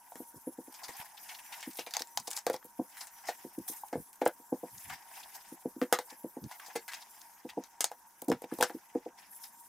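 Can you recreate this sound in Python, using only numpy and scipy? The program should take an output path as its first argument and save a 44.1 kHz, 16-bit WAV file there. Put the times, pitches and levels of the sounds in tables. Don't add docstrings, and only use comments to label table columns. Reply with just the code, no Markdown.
import sys
import numpy as np
from scipy import signal
from scipy.fft import rfft, irfft
from scipy.io import wavfile
from scipy.ndimage import uniform_filter1d

SR = 44100
rng = np.random.default_rng(int(sys.argv[2]) if len(sys.argv) > 2 else 0)


def store_wav(level_fs):
    pcm = np.round(np.clip(np.atleast_2d(level_fs), -1, 1) * 32767)
    wavfile.write(sys.argv[1], SR, pcm.T.astype(np.int16))


def rack_gain(trim_db):
    fader = np.asarray(trim_db, float)
    return 10 ** (fader / 20)


N = 426869


def evened(x):
    return x / np.sqrt(np.mean(x ** 2) + 1e-20)


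def read(points, hz):
    f, value = np.transpose(points)
    return np.interp(np.log(hz + 1), np.log(f + 1), value)


def unit(points, hz):
    db = read(points, hz)
    return db - 10 * np.log10(np.mean(rack_gain(2 * db)))


def hump_db(hz, centre_hz, octaves):
    return -6 * (np.log2((hz + 1) / centre_hz) / octaves) ** 2


def high_pass(x, hz):
    return signal.sosfilt(signal.butter(3, hz, "high", fs=SR, output="sos"), x)


def add(mix, s, sound):
    part = mix[..., round(s * SR):][..., :sound.shape[-1]]
    part += sound[..., :part.shape[-1]]


def patches(hz, t, wide, long):
    field = rng.standard_normal((len(t), len(hz))).T
    across = uniform_filter1d(field, wide, 0)
    return evened(uniform_filter1d(across, long, 1))


# frequency in [Hz], left-right likeness [0 to 1].
LIKENESS = [(60, 0.26), (150, 0.76), (380, 0.93), (950, 0.78), (2380, 0.59), (5980, 0.41), (15000, 0.3)]


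def noise(field_db, size):
    frames = 4 * N // size + 5
    hz = np.fft.rfftfreq(size, 1 / SR)[:, None]
    a, b, c, d = rng.standard_normal((frames, len(hz), 4)).T
    same = np.clip(read(LIKENESS, hz), 0, 1)
    left, other = a + 1j * b, c + 1j * d
    z = np.array([left, same * left + np.sqrt(1 - same ** 2) * other])
    z *= rack_gain(field_db(hz, np.arange(frames) * size / 4 / SR))
    sound = signal.istft(z, nperseg=size, noverlap=3 * size // 4)[1]
    return sound[:, :N] / np.sqrt(size / 2)


# frequency in [Hz], level in [dB per Hz].
AIR_SPECTRUM = [(15, -71), (25, -11), (135, -18.5), (202, -8.5), (568, -17.5), (927, 4), (1220, -11.5),
                (1600, -6.5), (2040, -26.5), (3910, -113), (5720, -12), (11900, -31.5), (15200, -31),
                (16500, -48)]
# frequency in [Hz], level in [dB rms].
FRIDGE_HUM = [
    (936.7, -69),
]


def kitchen():
    air_db = -63.5
    sound = noise(lambda hz, t: unit(AIR_SPECTRUM, hz) + air_db + 2.1 * patches(hz, t, wide=9, long=7), size=1024)
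    t = np.arange(N) / SR
    for hz, db in FRIDGE_HUM:
        drift = uniform_filter1d(rng.standard_normal(N), 3000)
        waver = evened(uniform_filter1d(drift, 3000))
        hum = np.sin(2 * np.pi * hz * t + waver[::-1])
        sound = sound + np.sqrt(2) * rack_gain(db + 3.4 * waver) * hum
    return sound


# peak in [s], rustle in [dB], fine top hiss in [dB],
# rise in [s], fall in [s], both to 20 dB down.
GRIPS = [(0.893, -48.5, -58, .19, .08), (1.003, -49.5, -52.5, .13, .11), (1.302, -53, -54.5, .36, .42),
         (1.541, -51, -56, .08, .3), (1.956, -44, -66, .03, .11), (2.37, -51, -51, .12, .06),
         (3.018, -54, -54, .19, .06), (3.273, -57, -55, .35, .6), (3.686, -51, -41.5, .015, .14),
         (7.17, -63.5, -66, .3, 1.6), (4.854, -60, -52, .5, .15), (4.914, -47.5, -66, .1, .16),
         (5.163, -51, -52, .12, .28), (5.358, -49, -56, .06, .07), (5.498, -60, -62, .24, .22),
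         (6.1, -53, -58, .015, .09), (6.525, -54, -57, .06, .08), (6.675, -49, -60, .11, .14),
         (6.939, -51, -60, .03, .17), (8.425, -72, -62, .015, .04), (8.66, -57, -62, .4, .2),
         (9.01, -65, -67, .7, .28), (9.189, -57.5, -61, .055, .18), (9.444, -63.5, -51.5, .3, .15)]
# time in [s], fine top hiss in [dB].
SHIFTING = [(0, -63), (.21, -58), (.5, -61.5), (.74, -57), (1.09, -66), (1.75, -54), (1.9, -60),
            (2.45, -63), (3.95, -58.5), (4.5, -63), (5.6, -60.5), (7.15, -60), (7.54, -69), (8.39, -65),
            (8.476, -80), (8.54, -59), (9.144, -75), (9.6, -58)]


def handling(t):
    grip_db = 20
    slack_rustle_db, slack_share = -58.2, 0.22
    s, rustle_db, top_db, rise, fall = np.transpose(GRIPS)[:, :, None]
    grip = rack_gain(-2 * grip_db * np.maximum((s - t) / rise, (t - s) / fall))
    idle_db = np.interp(t, *np.transpose(SHIFTING))
    rustle = rack_gain(2 * (slack_share * idle_db + slack_rustle_db)) + (rack_gain(2 * rustle_db) * grip).sum(0)
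    top = rack_gain(2 * idle_db) + (rack_gain(2 * top_db) * grip).sum(0)
    return 10 * np.log10([rustle, top])


# start in [s], length in [s], pitch at start in [Hz], pitch at end in [Hz].
SQUEAKS = [
    (0.155, 0.09, 1840, 1930),
    (0.41, 0.1, 1900, 1850),
    (0.924, 0.087, 1940, 1870),
    (6.224, 0.08, 1830, 1990),
    (9.29, 0.1, 1970, 1830),
]


def squeak_db(hz, t):
    lift = 0
    for s, length, start_hz, end_hz in SQUEAKS:
        u = np.clip((t - s) / length, 0, 1)
        order = hz / (start_hz + (end_hz - start_hz) * u)
        teeth = np.exp(-((order - np.round(order)) / 0.1) ** 2)
        comb = teeth * np.exp(-((order - 6) / 2.1) ** 2)
        lift = lift + 15 * comb * np.sqrt(np.sin(np.pi * u) + 1e-9)
    return lift


# frequency in [Hz], level in [dB per Hz].
FOLD_SPECTRUM = [(180, -27), (300, -12), (607, -32.5), (907, 18.5), (1150, -10), (1740, 5.5), (4500, -9.5),
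                 (4930, .6), (11400, -14.5), (15400, -12.5), (16500, -62)]
# frequency in [Hz], level in [dB per Hz].
HISS_SPECTRUM = [(2060, -61), (3300, -7.5), (4600, -8), (5000, -1.5), (11300, 9.5), (15300, 7.5),
                 (16200, -19.5), (16500, -58.5)]
# frequency in [Hz], level over the hiss in [dB].
METAL_LINES = [(5900, 5), (7400, 5), (8860, 6), (9900, 5), (10450, 5), (11100, 9), (11800, 8), (13200, 7),
               (14900, 4)]


def bag():
    def folds(hz, t):
        flicker = np.minimum(rng.exponential(1, len(t)), 4)
        clumps = patches(hz, t, wide=60, long=12)
        random_db = 1.52 * flicker + 3.1 * patches(hz, t, wide=10, long=14) + 2.07 * clumps
        return unit(FOLD_SPECTRUM, hz) + handling(t)[0] + random_db

    def fine(hz, t):
        level_db = handling(t)[1]
        shaken = np.clip((level_db + 68) / 5, 0, 1)
        lines_db = sum(db * np.exp(-((hz - line_hz) / 110) ** 2) for line_hz, db in METAL_LINES)
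        singing = np.clip(patches(hz, t, wide=3, long=24) - 0.1, 0, 1.5)
        metal_db = shaken * singing * lines_db
        random_db = 2.1 * patches(hz, t, wide=14, long=9) + 2.9 * patches(hz, t, wide=200, long=9)
        return unit(HISS_SPECTRUM, hz) + level_db + metal_db + squeak_db(hz, t) + random_db + 0.63

    return noise(folds, size=256) + noise(fine, size=512)


# start in [s], length in [s], frequency in [Hz], level in [dB].
TINKLES = [(0.0, 0.052, 10340, -71.2), (0.496, 0.061, 10990, -66.6), (1.007, 0.104, 13230, -67.7),
           (1.039, 0.09, 11000, -68.0), (1.419, 0.078, 7370, -66.5), (1.431, 0.07, 5900, -64.2),
           (2.087, 0.07, 5960, -68.2), (2.609, 0.055, 13330, -70.2), (2.609, 0.078, 11790, -66.8),
           (3.126, 0.093, 5870, -68.0), (3.155, 0.055, 14170, -73.9), (3.419, 0.078, 13170, -69.3),
           (3.468, 0.078, 5470, -76.2), (3.968, 0.061, 8840, -70.6), (3.994, 0.113, 11130, -69.0),
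           (4.394, 0.11, 11770, -71.3), (4.412, 0.087, 7350, -73.8), (5.047, 0.09, 11040, -73.4),
           (5.442, 0.096, 8840, -72.0), (5.48, 0.061, 11010, -71.0), (5.581, 0.104, 7430, -75.0),
           (5.616, 0.064, 11120, -71.7), (5.718, 0.093, 12430, -71.1), (5.721, 0.081, 11120, -71.3),
           (6.008, 0.119, 13160, -74.6), (6.052, 0.087, 7380, -68.7), (6.063, 0.096, 11080, -72.8),
           (6.13, 0.116, 11670, -65.8), (6.139, 0.073, 13210, -69.8), (6.15, 0.084, 10000, -69.8),
           (6.229, 0.148, 13170, -73.4), (6.255, 0.093, 11780, -68.5), (6.322, 0.058, 8990, -70.6),
           (6.342, 0.049, 6630, -75.1), (6.458, 0.067, 10330, -68.9), (6.548, 0.058, 11800, -69.0),
           (6.774, 0.067, 14780, -76.9), (6.789, 0.055, 11070, -72.4), (6.801, 0.064, 12360, -72.7),
           (7.085, 0.093, 7400, -69.3), (7.097, 0.192, 11010, -70.0), (7.117, 0.081, 8840, -74.4),
           (7.262, 0.113, 11790, -67.3), (7.282, 0.113, 6620, -74.8), (7.308, 0.125, 13160, -73.8),
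           (9.305, 0.052, 9750, -62.9), (9.529, 0.099, 7440, -74.5), (9.54, 0.139, 8830, -72.6)]


def tinkles():
    out = np.zeros((2, N))
    for s, length, hz, level_db in TINKLES:
        t = np.arange(0, length + 0.012, 1 / SR)
        wander = uniform_filter1d(rng.standard_normal((2, 8192)), 300) * np.sqrt(300)
        drift, flutter = wander[:, :len(t)]
        left_db, lag = rng.standard_normal(2)
        turn = 2 * np.pi * np.cumsum(hz + 45 * drift) / SR + np.array([[0], [0.6 * lag]])
        swell = np.sin(np.pi * np.arange(len(drift)) / len(drift)) ** 0.5
        side_db = np.array([[1], [-1]]) * (0.7 + 1.5 * left_db)
        add(out, s, np.sin(turn) * swell * rack_gain(level_db + 3.8 + 2.5 * flutter + side_db))
    return out


# time in [s], peak in [dB], tail under the crack in [dB].
STONE = [
    (0.12, -48, -21),
    (0.156, -38, -15),
    (2.4664, -21, -15),
    (2.4987, -25, -18),
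    (5.9262, -8.5, -14.5),
    (5.9883, -20.5, -19),
    (7.9162, -39.5, -15),
    (8.626, -9, -16.5),
]
CARD = [
    (0.8834, -36.5, -7.5),
    (2.5415, -29, -18),
    (2.9703, -35, -11),
    (3.2858, -24, -12),
    (6.5128, -39.5, -5.5),
    (6.755, -31, -3.5),
    (6.88, -32.5, -5),
]
JAR = [
    (1.289, -40.5, -.4),
    (1.5219, -42, 1.5),
    (1.6282, -31, -10.1),
    (1.7934, -31, -8.5),
    (1.8647, -32, -10.5),
    (6.9159, -42, .1),
    (6.9343, -30.5, -10.1),
    (7.4906, -38, -9),
    (8.6094, -21, -13),
]
CARTON = [(0.7412, -43, -3.5), (0.8345, -39, -2.1), (1.756, -41, -14), (1.793, -30, -14),
          (1.9086, -36, -13), (1.9377, -22.5, -15), (1.9678, -17.5, -24), (1.9937, -30.5, -10.1),
          (2.0203, -21.5, -33), (2.174, -16.8, -21.5), (2.2724, -33, -12), (2.374, -26.5, -22),
          (2.531, -45.5, 1.1), (2.5635, -35, -33), (3.0078, -34, -7.5), (3.2711, -41, 1.5),
          (6.4402, -39, -20.1), (6.6618, -40, -9), (7.6382, -37, -16), (9.435, -44, -1.5)]
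LID = [
    (2.0726, -39.5, -20.1),
    (2.3129, -23, -18),
    (2.375, -25, -15),
    (3.0706, -36, -14),
    (3.257, -44, -8),
    (3.8848, -43, -28),
    (7.8069, -13.5, -15),
    (7.8425, -10.5, -21),
]
FILM = [
    (0.725, -42, -29),
    (1.703, -40.5, -6),
    (1.7714, -30.5, -11.5),
    (3.68, -30, -19),
    (4.13, -41, -13.5),
    (8.2188, -33, -21.5),
    (8.2832, -34, -13),
    (8.4197, -36, -17),
    (8.5382, -34, -19),
    (8.5865, -35, -11),
]
PADDED = [
    (2.6275, -43, -20.1),
    (3.929, -38, -7.5),
    (4.2156, -32, -10.1),
    (4.2617, -21, -13.5),
    (4.8978, -44, 3),
    (5.8156, -24.5, -16),
    (6.5972, -41, -8.5),
    (8.317, -24, -15),
    (8.5145, -42, -11),
    (8.6974, -34.5, -17),
]
BRIGHT_HZ = [1370, 1880, 2550, 5300, 8100, 11000, 1500]
TILT_DB = [0.1, 0.1, -.6, 0.1, 0.1, 1.5, -6]


def contacts():
    things = zip([STONE, CARD, JAR, CARTON, LID, FILM, PADDED], BRIGHT_HZ, TILT_DB)
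    return sorted((s, db, hz, tilt_db, tail_db) for rows, hz, tilt_db in things for s, db, tail_db in rows)


# frequency in [Hz], level in [dB per Hz].
CRACK_SPECTRUM = [(350, -25.5), (600, -25), (782, -1), (978, -9.5), (2080, -8.5), (2600, -13.5),
                  (3900, -10), (8280, -11), (10500, -14.5), (15100, -12.5), (16900, -46.5)]
# frequency in [Hz], time to fall 60 dB in [s].
CRACK_TAIL = [(700, 0.15), (2000, 0.21), (5000, 0.18), (10000, 0.11), (16000, 0.071)]


def clicks():
    size = 4096
    out, t = np.zeros((2, N)), np.arange(size) / SR
    hz = np.fft.rfftfreq(size, 1 / SR)
    same = np.clip(read(LIKENESS, hz) + 0.36, 0, 1)
    for s, peak_db, bright_hz, tilt_db, tail_db in contacts():
        crack, left, other, luck = rng.standard_normal((4, size))
        slope_db = tilt_db * np.log2(np.maximum(hz / 2000, 1))
        bright_db = 10.9 * rack_gain(hump_db(hz, bright_hz, 0.44))
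        colour = rack_gain(read(CRACK_SPECTRUM, hz) + slope_db + bright_db)
        colour *= rack_gain(3.96 * evened(uniform_filter1d(luck, 9))[:len(hz)])
        crack = irfft(rfft(crack) * colour) * np.exp(-t / 0.0018) * np.clip(t / 0.00075, 0, 1)

        colour /= rack_gain(3.2 * rack_gain(hump_db(hz, bright_hz, 0.47)))
        right = same * rfft(left) + np.sqrt(1 - same ** 2) * rfft(other)
        tail = irfft(colour * [rfft(left), right])
        f, frame_s, z = signal.stft(evened(tail), SR, nperseg=128)
        decay = rack_gain(-60 * frame_s / read(CRACK_TAIL, f)[:, None])
        tail = signal.istft(z * decay, SR, nperseg=128)[1][:, :size]
        tail *= np.clip(t / 0.0059, 0, 1) * np.clip((0.08 - t) / 0.075, 0, 1)

        sound = crack / abs(crack).max() + rack_gain(tail_db) * tail
        side_db = np.array([[0.5], [-0.5]]) * (1.9 + luck[-1])
        add(out, s - 0.0004, sound * rack_gain(peak_db + side_db))
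    return out


# peak in [s], peak in [dB], centre of the ringing in [Hz].
STEPS = [(0.2057, -32, 406), (0.345, -44, 383), (0.4764, -27.5, 322), (0.589, -31, 362), (0.6826, -40, 434),
         (1.679, -33, 300), (2.798, -23.5, 414), (3.451, -33, 333), (3.5843, -27.5, 320),
         (4.4018, -49, 420), (4.5279, -16.5, 404), (4.6377, -30, 431), (5.526, -36, 313),
         (5.6586, -21, 375), (5.768, -35.5, 309), (6.1276, -45, 427), (6.2468, -27, 345),
         (6.3715, -30.5, 433), (7.4549, -32.5, 356), (7.5787, -25.5, 370), (8.526, -24.5, 352),
         (8.752, -30.5, 295), (8.957, -20.5, 432), (9.0654, -30, 403)]
# usual, gain per [Hz] of centre; harder soles ring higher and longer.
STEP_RING = (.48, .0017)
# usual, gain per [Hz] of centre; harder soles ring wider.
STEP_SPREAD = (.84, .0033)
# peak in [s], peak in [dB], centre in [Hz], spread in [octaves].
NUDGES = [(0.122, -37, 850, .41), (0.1575, -36.5, 615, 1.3), (0.892, -36.5, 708, 1.6),
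          (1.0007, -56, 772, 1.6), (1.7916, -27.5, 669, .93), (1.8715, -33.5, 815, .76),
          (1.9698, -27.5, 906, .45), (2.0079, -32.5, 687, .9), (2.176, -26, 1010, .24),
          (2.2802, -30.5, 910, .85), (3.837, -30.5, 880, .15), (6.5146, -36.5, 975, .28),
          (6.6848, -50, 768, 1.1), (7.8081, -31, 855, .95), (7.8433, -27.5, 803, .64),
          (7.9164, -31, 735, .41), (8.2248, -32, 624, 1), (8.4214, -34, 551, .55),
          (8.4425, -29.5, 550, .88)]
# peak in [s], peak in [dB], centre in [Hz], rise in [ms].
TUBS = [
    (2.4687, -17, 596, 1.4),
    (2.501, -18, 535, 2.1),
    (3.6997, -38.5, 350, 1.6),
]
PACKS = [
    (2.543, -24, 766, .72),
    (3.9566, -20, 439, 1.3),
    (4.2194, -16, 577, 3.6),
    (5.8216, -17.5, 400, 5.3),
    (5.9273, -10.5, 680, 2.3),
    (5.9915, -25.5, 734, 2.3),
    (6.76, -24, 510, 4.1),
    (8.3022, -13, 372, 4.3),
    (8.6285, -14, 690, 1.7),
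]
SACKS = [
    (3.292, -22.5, 680, 5),
    (3.9335, -23.5, 515, 5.8),
    (4.2643, -9.5, 580, 3.6),
    (8.6105, -16, 610, 6.2),
]
BOTTLES = [
    (2.6508, -41, 377, 1.4),
    (8.2882, -22, 425, 7.2),
    (8.3198, -15.5, 467, 2.8),
    (8.589, -26.5, 568, .85),
    (8.7038, -31.5, 700, 5.3),
]
GOODS_RING = [
    (.99, .43),
    (.9, .71),
    (.43, .62),
    (.92, 1.07),
]


def blows():
    step_rise_ms, usual_hz = 5.5, 370
    nudge_rise_ms, nudge_ring = 2.2, 0.6
    steps = []
    for s, db, hz in STEPS:
        ring, spread = (usual + gain * (hz - usual_hz) for usual, gain in (STEP_RING, STEP_SPREAD))
        steps.append((s, db, hz, step_rise_ms, ring, spread))
    nudges = [(s, db, hz, nudge_rise_ms, nudge_ring, spread) for s, db, hz, spread in NUDGES]
    kinds = zip([TUBS, PACKS, SACKS, BOTTLES], GOODS_RING)
    goods = [(*row, *kind) for rows, kind in kinds for row in rows]
    return sorted(steps + goods + nudges)


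# frequency in [Hz], level in [dB], time to fall 60 dB in [s].
BODY_MODES = [(196, -7, 0.09), (249, -1.5, 0.097), (292, 1.6, 0.07), (370, -5.5, 0.09), (468, -6.5, 0.073),
              (495, -6.5, .13), (536.6, -9, 0.082), (635, -13.5, 0.06), (715.5, -4, 0.038),
              (805.5, -7.5, 0.066), (866, -4.5, 0.044), (978, -9, 0.059), (1140, -20.5, 0.034)]


def thuds():
    out, t = np.zeros(N), np.arange(6000) / SR
    hz, db, t60 = np.transpose(BODY_MODES)[:, :, None]
    for s, peak_db, centre_hz, ms, ring, spread in blows():
        luck = rng.standard_normal((3, len(BODY_MODES), 1))
        contact = max(ms, 0.3) / 750
        after = np.maximum(t - contact, 0)
        rise = np.minimum(t / contact, 1) * (1 + 0.4 * np.exp(-after / 0.012))
        decay_db = -60 * after / (t60 * max(ring, 0.2))
        level_db = db + hump_db(hz, centre_hz, max(spread, 0.1)) + 1.84 * luck[0] + decay_db
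        mode_hz = hz * (1 + 0.028 * luck[1])
        ringing = rack_gain(level_db) * np.cos(2 * np.pi * mode_hz * (t - contact) + 0.2 * ms * luck[2])
        blow = ringing.sum(0) * rise * np.clip((0.075 - t) / 0.01, 0, 1)
        add(out, s - contact, rack_gain(peak_db) * blow / abs(blow).max())
    return out


# start in [s], peak in [dB], centre in [Hz], length in [s].
BUMPS = [(0.349, -50.5, 163, 0.046), (.885, -48, 115, 0.017), (0.994, -50, 110, 0.013),
         (2.146, -54, 130, 0.097), (3.44, -68.5, 130, 0.084), (3.57, -46, 131, 0.062),
         (3.95, -38.5, 148, 0.086), (4.709, -56.5, 119, .1), (4.832, -50.5, 111, 0.15),
         (6.408, -36, 138, 0.082), (8.29, -44.5, 155, 0.091), (8.553, -57, 92, 0.12)]


def bumps():
    out, size = np.zeros((2, N)), 16384
    for s, peak_db, centre_hz, length in BUMPS:
        both, apart = rng.standard_normal((2, size))
        colour = rack_gain(hump_db(np.fft.rfftfreq(size, 1 / SR), centre_hz, 0.95))
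        ports = rfft([both + 0.086 * apart, both - 0.3 * apart])
        shake = irfft(colour * ports)[:, :round(length * SR)]
        shake *= signal.windows.hann(shake.shape[1])
        add(out, s, rack_gain(peak_db) * shake / abs(shake).max())
    return out


# peak in [s], level in [dB], brightest [Hz], length in [ms].
SCUFFS = [(0.969, -51.1, 10000, 10.5), (1.002, -49.7, 2800, 9.4), (1.054, -55.7, 10400, 21.0),
          (1.176, -53.2, 3300, 11.7), (1.391, -52.1, 2200, 12.7), (1.541, -48.5, 2500, 8.0),
          (1.608, -50.6, 6600, 10.5), (1.622, -51.4, 4600, 5.1), (1.734, -52.8, 6400, 6.7),
          (1.788, -42.4, 2900, 4.9), (1.95, -43.1, 3400, 4.2), (1.995, -40.9, 4500, 4.3),
          (2.005, -43.8, 5900, 4.2), (2.015, -46.6, 5700, 2.1), (2.179, -41.6, 12000, 4.2),
          (2.306, -40.5, 7300, 5.5), (2.332, -40.8, 5900, 6.2), (2.367, -38.1, 6200, 6.5),
          (2.532, -47.1, 7900, 5.3), (2.645, -55.6, 12000, 5.1), (2.655, -54.4, 12000, 9.0),
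          (3.012, -45.0, 5900, 8.7), (3.588, -52.6, 9300, 6.1), (3.682, -40.5, 12000, 5.1),
          (3.736, -46.7, 10400, 4.7), (4.157, -55.4, 10600, 4.7), (4.219, -45.9, 2000, 8.0),
          (4.256, -41.0, 9100, 3.9), (4.277, -36.7, 11100, 5.4), (4.9, -44.8, 1700, 5.5),
          (4.936, -47.3, 1700, 10.6), (5.173, -51.4, 1800, 13.5), (5.354, -51.5, 6400, 17.7),
          (5.827, -45.9, 1700, 7.1), (5.836, -48.4, 1700, 6.4), (5.944, -38.5, 6700, 3.2),
          (6.6, -48.6, 1700, 5.2), (6.764, -45.4, 6700, 10.3), (7.022, -55.1, 4600, 21.7),
          (7.215, -53.6, 5300, 8.5), (7.844, -33.8, 3500, 4.2), (8.22, -43.4, 12000, 4.3),
          (8.245, -54.2, 11700, 4.9), (8.284, -43.5, 11700, 4.8), (8.3, -43.9, 6400, 5.8),
          (8.326, -43.4, 1800, 4.1), (8.611, -36.5, 6700, 4.1), (8.636, -33.8, 3900, 2.8)]
# peak in [s], level in [dB], brightest
# [Hz], length in [ms].
MORE_SCUFFS = [(.845, -51, 5500, 16), (1.35, -52, 3500, 18), (2.2, -46, 7000, 9), (2.277, -38.5, 6000, 9.5),
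               (2.388, -45, 7000, 8), (4.78, -53, 6500, 11), (5.235, -52, 3500, 14), (6.105, -51, 5000, 11),
               (6.945, -47, 4800, 14), (7.5, -51, 2800, 13), (8.442, -52, 2100, 8)]


def scuffs():
    out, t = np.zeros((2, N)), np.arange(-1024, 3072) / SR
    hz = np.fft.rfftfreq(4096, 1 / SR)
    for s, level_db, bright_hz, ms in SCUFFS + MORE_SCUFFS:
        both, apart, grain = rng.standard_normal((3, 4096))
        colour = (rack_gain(hump_db(hz, bright_hz, 0.6)) + rack_gain(-13)) * (hz > 900) * (hz < 15900)
        puff = evened(irfft(colour * rfft([both + 0.35 * apart, both - 0.35 * apart])))
        width = ms / 1000 * np.where(t < 0, 0.4, 0.7)
        shape = np.exp(-(t / width) ** 2) + 0.15 * np.exp(-t / 0.015) * (t > 0)
        shape *= rack_gain(2.1 * evened(uniform_filter1d(grain, 30)))
        side_db = np.array([[0.6], [-0.6]])
        add(out, s + t[0], puff * shape * rack_gain(level_db + 1.2 + side_db))
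    return out


def room(x):
    t = np.arange(3000) / SR
    both, apart = rng.standard_normal((2, 3000)) * rack_gain(-60 * t / 0.084) * (t > 0.004)
    tail = np.array([both + 0.042 * apart, both - 0.033 * apart]) / np.linalg.norm(both)
    return x + rack_gain(-5.3) * signal.oaconvolve(x[None], tail, axes=1)[:, :N]


def scene():
    bag_side_db = np.array([[0.6], [-0.6]])
    background = kitchen()
    rustling = bag() * rack_gain(bag_side_db)
    goods = room(high_pass(thuds(), 110)) + high_pass(clicks(), 450) + bumps()
    return background + rustling + tinkles() + goods + scuffs()


def band_limit(x):
    return signal.sosfilt(signal.butter(12, 17020, fs=SR, output="sos"), x)


def record(dry):
    return band_limit(dry)


dry = scene()
out = record(dry)
store_wav(out)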